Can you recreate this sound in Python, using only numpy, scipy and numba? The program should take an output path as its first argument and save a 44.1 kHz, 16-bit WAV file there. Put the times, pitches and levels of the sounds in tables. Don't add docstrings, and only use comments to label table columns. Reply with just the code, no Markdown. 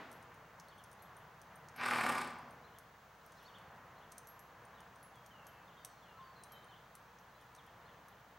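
import sys
import numpy as np
from scipy import signal
from scipy.fft import rfft, irfft, next_fast_len
from scipy.io import wavfile
from scipy.ndimage import uniform_filter1d
from numba import njit

SR = 44100
rng = np.random.default_rng(int(sys.argv[2]) if len(sys.argv) > 2 else 0)


def materialize(psi):
    bounded = np.clip(np.atleast_2d(psi).T, -1, 1)
    quanta = np.round(bounded * 32767).astype(np.int16)
    wavfile.write(sys.argv[1], SR, quanta)


N = 369558
T = np.arange(N) / SR

SNORT_S, ATTACK_S, HOLD_S, RELEASE_S = 1.738, 0.08, 0.4, 0.17


def undb(db):
    return 10 ** (np.asarray(db) / 20)


def unit(x):
    return x / np.sqrt(np.mean(x ** 2))


def lookup(hz, points):
    f, value = np.transpose(points)
    return np.interp(np.log(hz + 1), np.log(f), value)


def colour(x, points):
    n = next_fast_len(len(x))
    gain = undb(lookup(np.fft.rfftfreq(n, 1 / SR), points))
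    return irfft(rfft(x, n) * gain, n)[:len(x)]


def butter(x, order, hz, kind="low"):
    return signal.sosfilt(signal.butter(order, hz, kind, fs=SR, output="sos"), x)


@njit
def band(x, hz, width):
    y, b, l = np.empty(len(x)), 0., 0.
    for i in range(len(x)):
        g, k = np.pi * hz[i] / SR, width / hz[i]
        v = (b + g * (x[i] - l)) / (1 + g * (g + k))
        b, l, y[i] = 2 * v - b, l + 2 * g * v, k * v
    return y


def resonate(x, modes, sag=0., sag_above_hz=1750):
    total = 0
    for k, (hz, width, db) in enumerate(modes):
        centre = hz * (np.ones(N) - sag * (hz > sag_above_hz))
        total = total + (-1) ** k * undb(db) * band(x, centre, 1. * width)
    return total


def ring(modes, t):
    total = 0
    for hz, db, t60 in modes:
        detuned_hz = hz * (1 + 0.00074 * rng.standard_normal())
        total = total + undb(db) * np.sin(2 * np.pi * detuned_hz * t) * np.exp(-np.log(1000) * t / t60)
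    return total


def walk(rate):
    k = int(SR / rate)
    held = np.repeat(rng.standard_normal(N // k + 1), k)
    return 1.08 * uniform_filter1d(uniform_filter1d(held, k), k)[:N]


def swell(peak_s, width_s):
    return np.exp(-((T - peak_s) / width_s) ** 2)


def add(track, s, sound):
    i = max(int(s * SR), 0)
    track[i:i + len(sound)] += sound[:N - i]


def spread(mid, side, side_db):
    side_shape = [(120, -60), (250, -24), (500, -8), (1200, 0.5), (4000, 4.0), (9000, 5.0), (13000, 0.0)]
    return mid + undb(side_db) * colour(side, side_shape) * np.array([[1], [-1]])


def arena(x, wet_db, early_db, early_s=0.024, side_db=-15):
    # frequency in Hz, reverberation time t60 in seconds.
    hall_t60 = [(150, 1.24), (1000, 0.91), (3000, 0.78), (6300, 0.76), (9000, 0.19), (14000, 0.14)]
    t = T[:int(1.5 * SR)]
    hz, s, cells = signal.stft(rng.standard_normal((2, len(t))), SR)
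    decay = undb(-60 * s / lookup(hz, hall_t60)[:, None])
    tail = signal.istft(cells * decay, SR)[1][:, :len(t)]
    tail = tail * np.minimum(t / 0.057, 1)
    early = rng.standard_normal((2, len(t))) * np.exp(-t / early_s) * (t > .004)
    response = (undb(wet_db) * unit(tail) + undb(early_db) * unit(early)) / np.sqrt(len(t))
    mid, side = (signal.fftconvolve(x, r)[:N] for r in response)
    return spread(x + mid, side, side_db)


def traffic(start_db=-58.5, recede_db_per_s=0.31, restless_db=1.23):
    # frequency in Hz, relative level in dB per Hz.
    outside = [(41, -42), (70, -8.5), (81, -3), (108, -1), (167, 0.5), (265, -9.5), (403, -9), (482, -2.5),
               (528, -6), (622, -3), (1020, -0.5), (1080, -1), (1150, -2), (1750, -6.5), (2500, -17.5),
               (3250, -23), (5500, -120)]
    level_db = start_db - recede_db_per_s * T
    far = []
    for _ in range(2):
        wash = unit(colour(rng.standard_normal(N), outside))
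        far.append(wash * undb(level_db + restless_db * walk(3.87)))
    return spread(*far, -12.5)


def steady_hiss(level_db=-71):
    # frequency in Hz, relative level in dB per Hz.
    hiss_shape = [(1500, 4), (2600, 4), (3700, 2.5), (5400, -3), (6300, -0.5), (7600, -7.5), (9800, -11.5),
                  (11700, -7.5), (14000, -10), (15800, 0.5)]
    mid, side = (unit(colour(rng.standard_normal(N), hiss_shape + [(16500, -40)])) for _ in range(2))
    return undb(level_db) * spread(mid, side, -11.5)


def electrical_hum():
    # frequency in Hz, level in dB rms.
    hum_tones = [(60, -78.5), (120, -83), (15734, -87)]
    return sum(undb(db) * np.sqrt(2) * np.sin(2 * np.pi * hz * T) for hz, db in hum_tones)


def dying_echo(start_db=-51, t60=0.93):
    shape = [(80, -30), (230, 4.5), (400, 0.0), (1100, 2.0), (2200, -6.0), (4000, -16.0), (12000, -44)]
    mid, side = (unit(colour(rng.standard_normal(N), shape)) for _ in range(2))
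    return spread(mid, side, -14.5) * undb(start_db) * np.exp(-np.log(1000) * T / t60)


def chirp_notes(trim_db=-.7, waver=0.01):
    # top of the first note in seconds, its top pitch in Hz,
    # relative levels of crest and fall in dB, delay of the second top in seconds, its relative level in dB.
    chirps = [(.695, 4480, -73, -71, .097, -71.5), (1.008, 4250, -79, -86, .05, -80),
              (1.148, 4300, -87, -78, .073, -80), (2.652, 4180, -73.5, -77, .11, -78),
              (3.378, 4200, -77, -75, .05, -79), (3.465, 4500, -68.5, -68.5, .095, -67),
              (3.978, 4250, -77, -78, .058, -78), (4.755, 3950, -78, -76, .04, -75),
              (5.662, 4300, -88, -73, .073, -79), (6.185, 4300, -87, -73.5, .07, -84),
              (6.695, 4250, -79, -71.5, .07, -75), (7.358, 4100, -78, -88, .054, -79),
              (7.568, 4050, -86, -71, .122, -76), (7.86, 4280, -76, -81, .045, -79),
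              (8.105, 4000, -87, -80, .015, -82)]
    # seconds from the top, share of the top pitch, relative level in dB.
    first_note = [(-.04, .6, -16), (-.02, .76, -11), (-.009, .97, -1), (.009, 1, 0), (.014, .95, -8)]
    # seconds from the first top, share of the break pitch, relative level in dB.
    fall = [(.012, 1, -2), (.024, .92, 0), (.036, .8, -1), (.049, .71, -8)]
    # seconds from the second top, share of the top pitch, relative level in dB.
    second_note = [(-.03, .73, -7), (-.015, .85, -1), (0, 1, 1), (.01, .85, 0), (.028, .75, -8)]
    break_hz, second_hz = 3800, 3660
    notes = []  # (s, pitch Hz, gain, quaver)
    for s, first_hz, first_db, fall_db, delay, second_db in chirps:
        parts = [(first_note, s, first_hz, first_db),
                 (fall, s, break_hz, fall_db),
                 (second_note, s + delay, second_hz, second_db)]
        for shape, top_s, top_hz, db in parts:
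            when, share, level = np.transpose(sorted(shape))
            t = np.arange(when[0], when[-1], 1 / SR)
            pitch = top_hz * np.interp(t, when, share)
            gain = undb(db + trim_db + np.interp(t, when, level))
            notes.append((top_s + when[0], pitch, gain, waver))
    return notes


def whistle_notes(trim_db=-2.4):
    # start in seconds, length in seconds, start pitch in Hz, final pitch in Hz,
    # settling time in seconds, relative level in dB, quaver as a share of the pitch.
    whistles = [(3.379, .125, 5340, 5420, 0.1, -80.5, .004), (5.138, 0.063, 3550, 3130, 0.039, -75, .008),
                (5.305, 0.13, 3200, 2580, 0.076, -72, 0.0091),
                (5.463, 0.18, 2720, 2640, 0.081, -78, 0.0066), (5.453, 0.09, 3380, 2900, 0.037, -75, .015),
                (5.763, 0.064, 3350, 2930, 0.074, -76, .008), (5.768, 0.075, 3670, 3620, .05, -76.5, .008),
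                (5.795, 0.32, 4800, 3940, 0.17, -81.5, 0.011),
                (6.021, 0.1, 3720, 2640, 0.045, -70.5, 0.027),
                (6.227, 0.13, 4760, 4450, 0.038, -77.5, .005), (6.355, .11, 4260, 3900, 0.047, -76, .014),
                (6.526, .12, 4030, 3780, 0.061, -79, 0.044), (6.494, 0.12, 3205, 2950, 0.12, -74, .008),
                (6.647, 0.11, 3170, 2970, 0.11, -76, .015), (6.152, 0.048, 1333, 1280, .045, -65, .006),
                (6.187, 0.074, 1071, 1037, 0.055, -56.5, 0.0055)]
    notes = []
    for s, length, start_hz, final_hz, settle_s, db, hoarse in whistles:
        glide = np.exp(-T[:int(length * SR)] / settle_s)
        notes.append((s, final_hz + (start_hz - final_hz) * glide, undb(db + trim_db), hoarse))
    return notes


def birds(flicker_db=2.8, fade_s=.005, echo_s=.064, echo_db=-14):
    out, quaver = np.zeros(N), walk(400)
    for s, hz, gain, depth in chirp_notes() + whistle_notes():
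        t = T[:len(hz)]
        fade = np.minimum(np.minimum(t, t[::-1]) / fade_s, 1)
        quavering_hz = hz * (1 + depth * quaver[int(s * SR):][:len(hz)])
        note = gain * fade * np.sin(2 * np.pi * np.cumsum(quavering_hz) / SR)
        add(out, s, note)
        add(out, s + echo_s, undb(echo_db) * note)
    return out * undb(flicker_db * walk(60))


def tail_swish(db=-77):
    hair_shape = [(2000, -18), (4000, -5), (6000, -2), (8000, -11), (14000, -20)]
    hair = unit(colour(rng.standard_normal(N), hair_shape))
    return undb(db) * hair * swell(peak_s=3.37, width_s=0.16)


def hooves(trim_db=-7):
    # start in seconds, relative level in dB.
    firm_steps = [(.189, -55), (.31, -53), (.7, -63), (1.507, -51), (4.122, -58)]
    step_s, scatter_s, step_db = 0.54, 0.073, -67
    dirt = [(50, -42), (120, -7), (200, -9.0), (350, -38.0), (1000, -9), (3000, -21), (9000, -79)]
    out, t = np.zeros(N), T[:SR // 3]
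    sink = np.minimum(t / .006, 1) * np.exp(-t / .025)
    beats = np.arange(step_s, T[-1] - step_s, step_s)
    steps = [(s + scatter_s * rng.uniform(-1, 1), step_db) for s in beats]
    for s, db in list(firm_steps) + steps:
        thud = unit(colour(rng.standard_normal(len(t)), dirt)) * sink
        add(out, s, undb(db + trim_db) * thud)
    return out


def tack(click_s=0.0021, click_trim_db=2, small_trim_db=1.5, large_trim_db=2, dull_db=-11, bright_oct=0.74):
    # start in seconds, relative click level in dB, brightest frequency in Hz, relative ring
    # of the small steel piece in dB, its pitch in Hz, relative ring of the larger piece in dB.
    knocks = [(0.115, -57.5, 9000, -72, 11600, -72), (0.128, -60, 9000, -63, 11600, -75),
              (.226, -65, 8500, -90, 11580, -76), (.343, -63.5, 11000, -90, 11580, -90),
              (0.599, -51.5, 6500, -73, 11500, -93), (0.684, -63, 9000, -88, 11580, -89),
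              (.782, -76, 8500, -80, 11580, -76), (0.839, -60, 9000, -74, 11580, -69),
              (.915, -61, 9000, -85, 11580, -78), (0.929, -63, 9000, -77, 11580, -72),
              (1.023, -64, 9000, -60, 11530, -74), (1.167, -75, 8500, -69, 11560, -69),
              (1.416, -58.5, 9000, -80, 11580, -74), (1.557, -72, 9000, -66, 11700, -70),
              (1.686, -54.5, 6470, -82, 11580, -77), (1.762, -56, 12000, -59, 11580, -71),
              (2.386, -76, 8500, -76, 11600, -74), (2.508, -72, 8500, -74, 11560, -74),
              (2.786, -53, 12600, -81, 11500, -84), (3.263, -63, 11000, -81, 11600, -82),
              (3.321, -62, 7500, -90, 11580, -79), (3.428, -74, 10000, -66, 11430, -84),
              (3.585, -66, 9000, -80, 11600, -85), (4.118, -59, 7000, -86, 11580, -90),
              (4.1214, -50.5, 8250, -86, 11580, -90), (4.181, -49, 9400, -70, 11800, -61),
              (4.272, -54.5, 10500, -58, 11600, -76), (4.287, -68, 11000, -54, 11500, -85),
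              (4.393, -58.5, 10500, -59, 11500, -77), (4.652, -72, 7000, -84, 11580, -73),
              (4.805, -61, 7500, -90, 11580, -75), (4.959, -68, 8000, -90, 11580, -78),
              (5.029, -63, 11500, -58, 11200, -90), (5.157, -66, 9500, -80, 11450, -90),
              (5.262, -56.5, 6600, -66, 11700, -75), (5.468, -56.5, 9000, -58, 11620, -78),
              (5.8486, -41, 9900, -76, 11580, -90), (6.436, -55, 8500, -70, 11560, -62),
              (6.521, -54.5, 12500, -57, 11500, -78), (6.644, -72, 7000, -85, 11600, -76),
              (6.953, -54, 11000, -69, 11500, -74), (7.187, -64, 4500, -76, 11560, -92),
              (7.412, -67, 8000, -76, 11580, -83), (7.55, -58, 8000, -90, 11580, -78),
              (7.563, -63, 9000, -82, 11400, -85), (7.665, -67, 10000, -90, 11580, -85),
              (8.084, -62, 10500, -70, 11500, -81)]
    # frequency in Hz, relative level in dB.
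    click_colour = [(1500, -37), (3800, -2), (5000, 0), (6200, 3), (7400, -9), (8600, -3.5), (10100, -8),
                    (11500, -3), (12700, -5.5), (13800, -15), (16000, -20)]
    # delay in seconds, level in dB relative to the click.
    bounces = [(.0066, -11), (.0098, -14)]
    # multiple of its pitch, relative level in dB, t60 in seconds.
    small_steel = [(1, -3.5, 0.22), (1.101, -16, .08)]
    # frequency in Hz, relative level in dB, t60 in seconds.
    large_steel = [(6170, -2.5, 0.062), (9110, -2, 0.044), (9080, 6.5, 0.058)]
    out, t = np.zeros(N), T[:SR // 3]
    for s, db, bright_hz, small_db, small_hz, large_db in knocks:
        shape = []
        for hz, level in click_colour:
            off_oct = np.log2(hz / bright_hz)
            shape.append((hz, level + dull_db * (1 - np.exp(-(off_oct / bright_oct) ** 2))))
        click = unit(colour(rng.standard_normal(len(t)), shape)) * np.exp(-t / click_s)
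        click = undb(db + click_trim_db) * click
        small_modes = [(small_hz * k, level, t60) for k, level, t60 in small_steel]
        small_ring = undb(small_db + small_trim_db) * ring(small_modes, t)
        large_ring = undb(large_db + large_trim_db) * ring(large_steel, t)
        add(out, s, click + small_ring + large_ring)
        for delay, loss_db in bounces:
            add(out, s + delay, undb(loss_db) * click)
    return out


def splutter(trim_db=-1.5, small_db=-32, scatter_db=3, gap_s=1 / 70, cycles=0.89, small_hz=1450):
    # centre in seconds, relative level in dB, pitch in Hz.
    loud_pops = [(1.92, -20, 1410), (1.9595, -25, 1790), (1.9865, -24, 1690), (2.052, -25, 760),
                 (2.065, -19, 1150), (2.217, -28, 1520)]
    out, t = np.zeros(N), T[:SR // 100] - .003
    chance = rng.standard_normal((200, 3))
    times = SNORT_S + ATTACK_S + np.cumsum(np.abs(chance[:, 0])) * gap_s
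    small_pops = []
    for s, (_, a, b) in zip(times, chance):
        if s < SNORT_S + ATTACK_S + HOLD_S:
            small_pops.append((s, small_db + scatter_db * min(a, 1), small_hz * 2 ** (.5 * b)))
    for s, db, hz in list(loud_pops) + small_pops:
        envelope = np.exp(-np.abs(t) * hz / cycles)
        pop = envelope * np.cos(2 * np.pi * (hz * t + rng.random()))
        add(out, s + t[0], undb(db + trim_db) * pop)
    return butter(out, 6, 3000)


def droplets(per_s=260, size_db=4):
    chance, size = rng.random(N), rng.exponential(size=N)
    clicks = (chance < per_s / SR) * undb(size_db * np.minimum(size, 3))
    return unit(clicks * rng.choice([-1, 1], N))


def spray(per_s=520, burst_s=.0005):
    bursts = signal.lfilter([1], [1, -np.exp(-1 / (burst_s * SR))], np.abs(droplets(per_s, size_db=2.5)))
    return unit(bursts * rng.standard_normal(N))


def blend(taut, slackened, slack):
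    return taut + (slackened - taut) * slack


def airflow(puff, chop, slack, spray_db=-3, hiss_chop=0.53, treble_chop=1.1, treble_delay_s=0.091,
            top_delay_s=0.12, taut_treble_db=-1, slack_treble_db=1.0, top_fall_s=2.25):
    # frequency in Hz, relative level in dB.
    jet_shape = [(300, -45), (2000, -1), (3200, 4), (4200, 3), (5100, 3.5), (6100, -4.5), (7600, -1),
                 (8700, 3.5), (9700, -5.5), (11600, -1.5), (13500, -14), (15500, -17)]

    def rise(delay_s):
        return .5 + .5 * np.tanh(2 * (T - SNORT_S - delay_s) / delay_s)

    def chopped(depth):
        return 1 + depth * chop * (puff - 1)

    jet = unit(colour(rng.standard_normal(N) + undb(spray_db) * spray(), jet_shape))
    above_6k = colour(jet, [(4500, -30), (7000, 0)])
    top = colour(jet, [(9000, -30), (12500, 0)])
    top_fall = .5 - .5 * np.tanh((T - top_fall_s) / .09)
    treble = (above_6k - top) * rise(treble_delay_s) + top * rise(top_delay_s) * top_fall
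    treble = treble * undb(blend(taut_treble_db, slack_treble_db, slack))
    return (jet - above_6k) * chopped(hiss_chop) + treble * chopped(treble_chop)


def nasal_passages(air, slaps, chop, slack, slap_db=-7, broad_db=-3, crack_db=-1, crack_hz=2700,
                   rim_hz=2850, taut_ring_db=1.0, slack_ring_db=-3.0):
    # frequency in Hz, width in Hz, relative level in dB.
    nose_modes = [(747, 17, 3), (833, 26, 8), (1000, 60, 0.5), (1073, 30, 4.5), (1179, 51, 6),
                  (1384, 90, -1), (1465, 96, 0), (1610, 95, 4), (1840, 55, -9), (1980, 38, -10),
                  (2280, 130, -5), (2440, 45, -12), (2640, 130, -16)]
    mode_sag = 0.033
    throat = butter(air + undb(slap_db) * chop * slaps, 2, [620, 2600], "band")
    resonant = resonate(throat, nose_modes, sag=mode_sag * (slack - .5))
    nose = unit(unit(resonant) + undb(broad_db) * unit(throat))
    crack = butter(slaps, 3, [750, crack_hz], "band")
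    nose = unit(butter(nose + undb(crack_db) * crack, 6, rim_hz))
    upper = colour(nose, [(1200, -30), (1500, 0)])
    lower = nose - upper
    upper = upper * swell(peak_s=1.975, width_s=0.32) * undb(blend(taut_ring_db, slack_ring_db, slack))
    return lower * swell(peak_s=2.013, width_s=0.29) + upper


def head_resonance(air):
    # frequency in Hz, width in Hz, relative level in dB.
    head_modes = [(142, 32, -10.5), (247, 13, 0.5), (346, 65, -5.5), (483, 290, -9.5), (616, 39, 0.5)]
    head = unit(resonate(butter(air, 4, [120, 700], "band"), head_modes))
    return head * swell(peak_s=2.29, width_s=0.54)


def flap_purr(hz, phase):
    # frequency in Hz, relative level in dB.
    purr_shape = [(90, -16), (125, -8), (160, -4), (200, -14.5), (250, 2), (290, -9), (340, -9),
                  (400, -11.5), (480, -2)]
    purr = 0
    for k in range(3, 13):
        gain = undb(lookup(k * hz, purr_shape) + 3.1 * walk(29.95))
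        purr = purr + gain * np.cos(2 * np.pi * k * phase + .5 * walk(16))
    return unit(purr) * swell(peak_s=2.008, width_s=0.21)


def snort(open_share=0.13, scatter_db=1.15, stumble=.02, moist_db=-1, flutter_db=3.0, ragged_db=2.0,
          nose_db=-37.0, head_db=-51.5, purr_db=-50.0, jet_db=-49.0):
    first_flap_s = 1.812
    slack_s, slacken_s = 2.05, 0.03986
    slack = .5 + .5 * np.tanh((T - slack_s) / (2 * slacken_s))
    hz = blend(40.7, 32.27, slack)
    chop = blend(0.39, 0.67, slack)
    phase = np.cumsum(hz) / SR
    phase = phase - np.interp(first_flap_s, T, phase) + stumble * walk(30)
    cycle = np.round(phase - np.floor(phase[0])).astype(int)
    size = undb(scatter_db * rng.standard_normal(size=1000))[cycle]
    flutter = undb(flutter_db * walk(450))
    from_flap = np.abs((phase + .5) % 1 - .5)
    puff = unit(size * flutter * np.exp(-from_flap / open_share))
    strikes = np.diff(np.floor(phase), prepend=np.floor(phase[0]))
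    slaps = unit(strikes * size * (phase > -.5))
    slaps = slaps * swell(peak_s=2.02, width_s=0.28)
    damp_air = rng.standard_normal((2, N)) + undb(moist_db) * droplets()
    air = damp_air * (1 - chop + chop * puff) * undb(ragged_db * walk(130))
    nose = undb(nose_db) * nasal_passages(air[0], slaps, chop, slack)
    head = undb(head_db) * head_resonance(air[1])
    purr = undb(purr_db) * flap_purr(hz, phase)
    jet = undb(jet_db) * airflow(puff, chop, slack) * swell(peak_s=1.946, width_s=0.47)
    corners = SNORT_S + np.cumsum([0, ATTACK_S, HOLD_S, RELEASE_S])
    gate = np.interp(T, corners, [0, 1, 1, 0]) ** 2
    return gate * (nose + head + purr + jet)


def scene():
    background = traffic() + steady_hiss() + electrical_hum()
    song = undb(4.5) * arena(birds(), wet_db=-10, early_db=-5.5)
    metal = arena(tack(), wet_db=-15.5, early_db=-12.5)
    horse = arena(snort() + splutter() + hooves() + tail_swish(), wet_db=-11.5, early_db=-8.0)
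    return background + dying_echo() + song + metal + horse


def record(dry):
    balance = undb(np.array([[.15], [-.15]]))
    steep_cut = signal.ellip(10, .2, 70, 15950, fs=SR, output="sos")
    return signal.sosfilt(steep_cut, dry * balance)


dry = scene()
out = record(dry)
materialize(out)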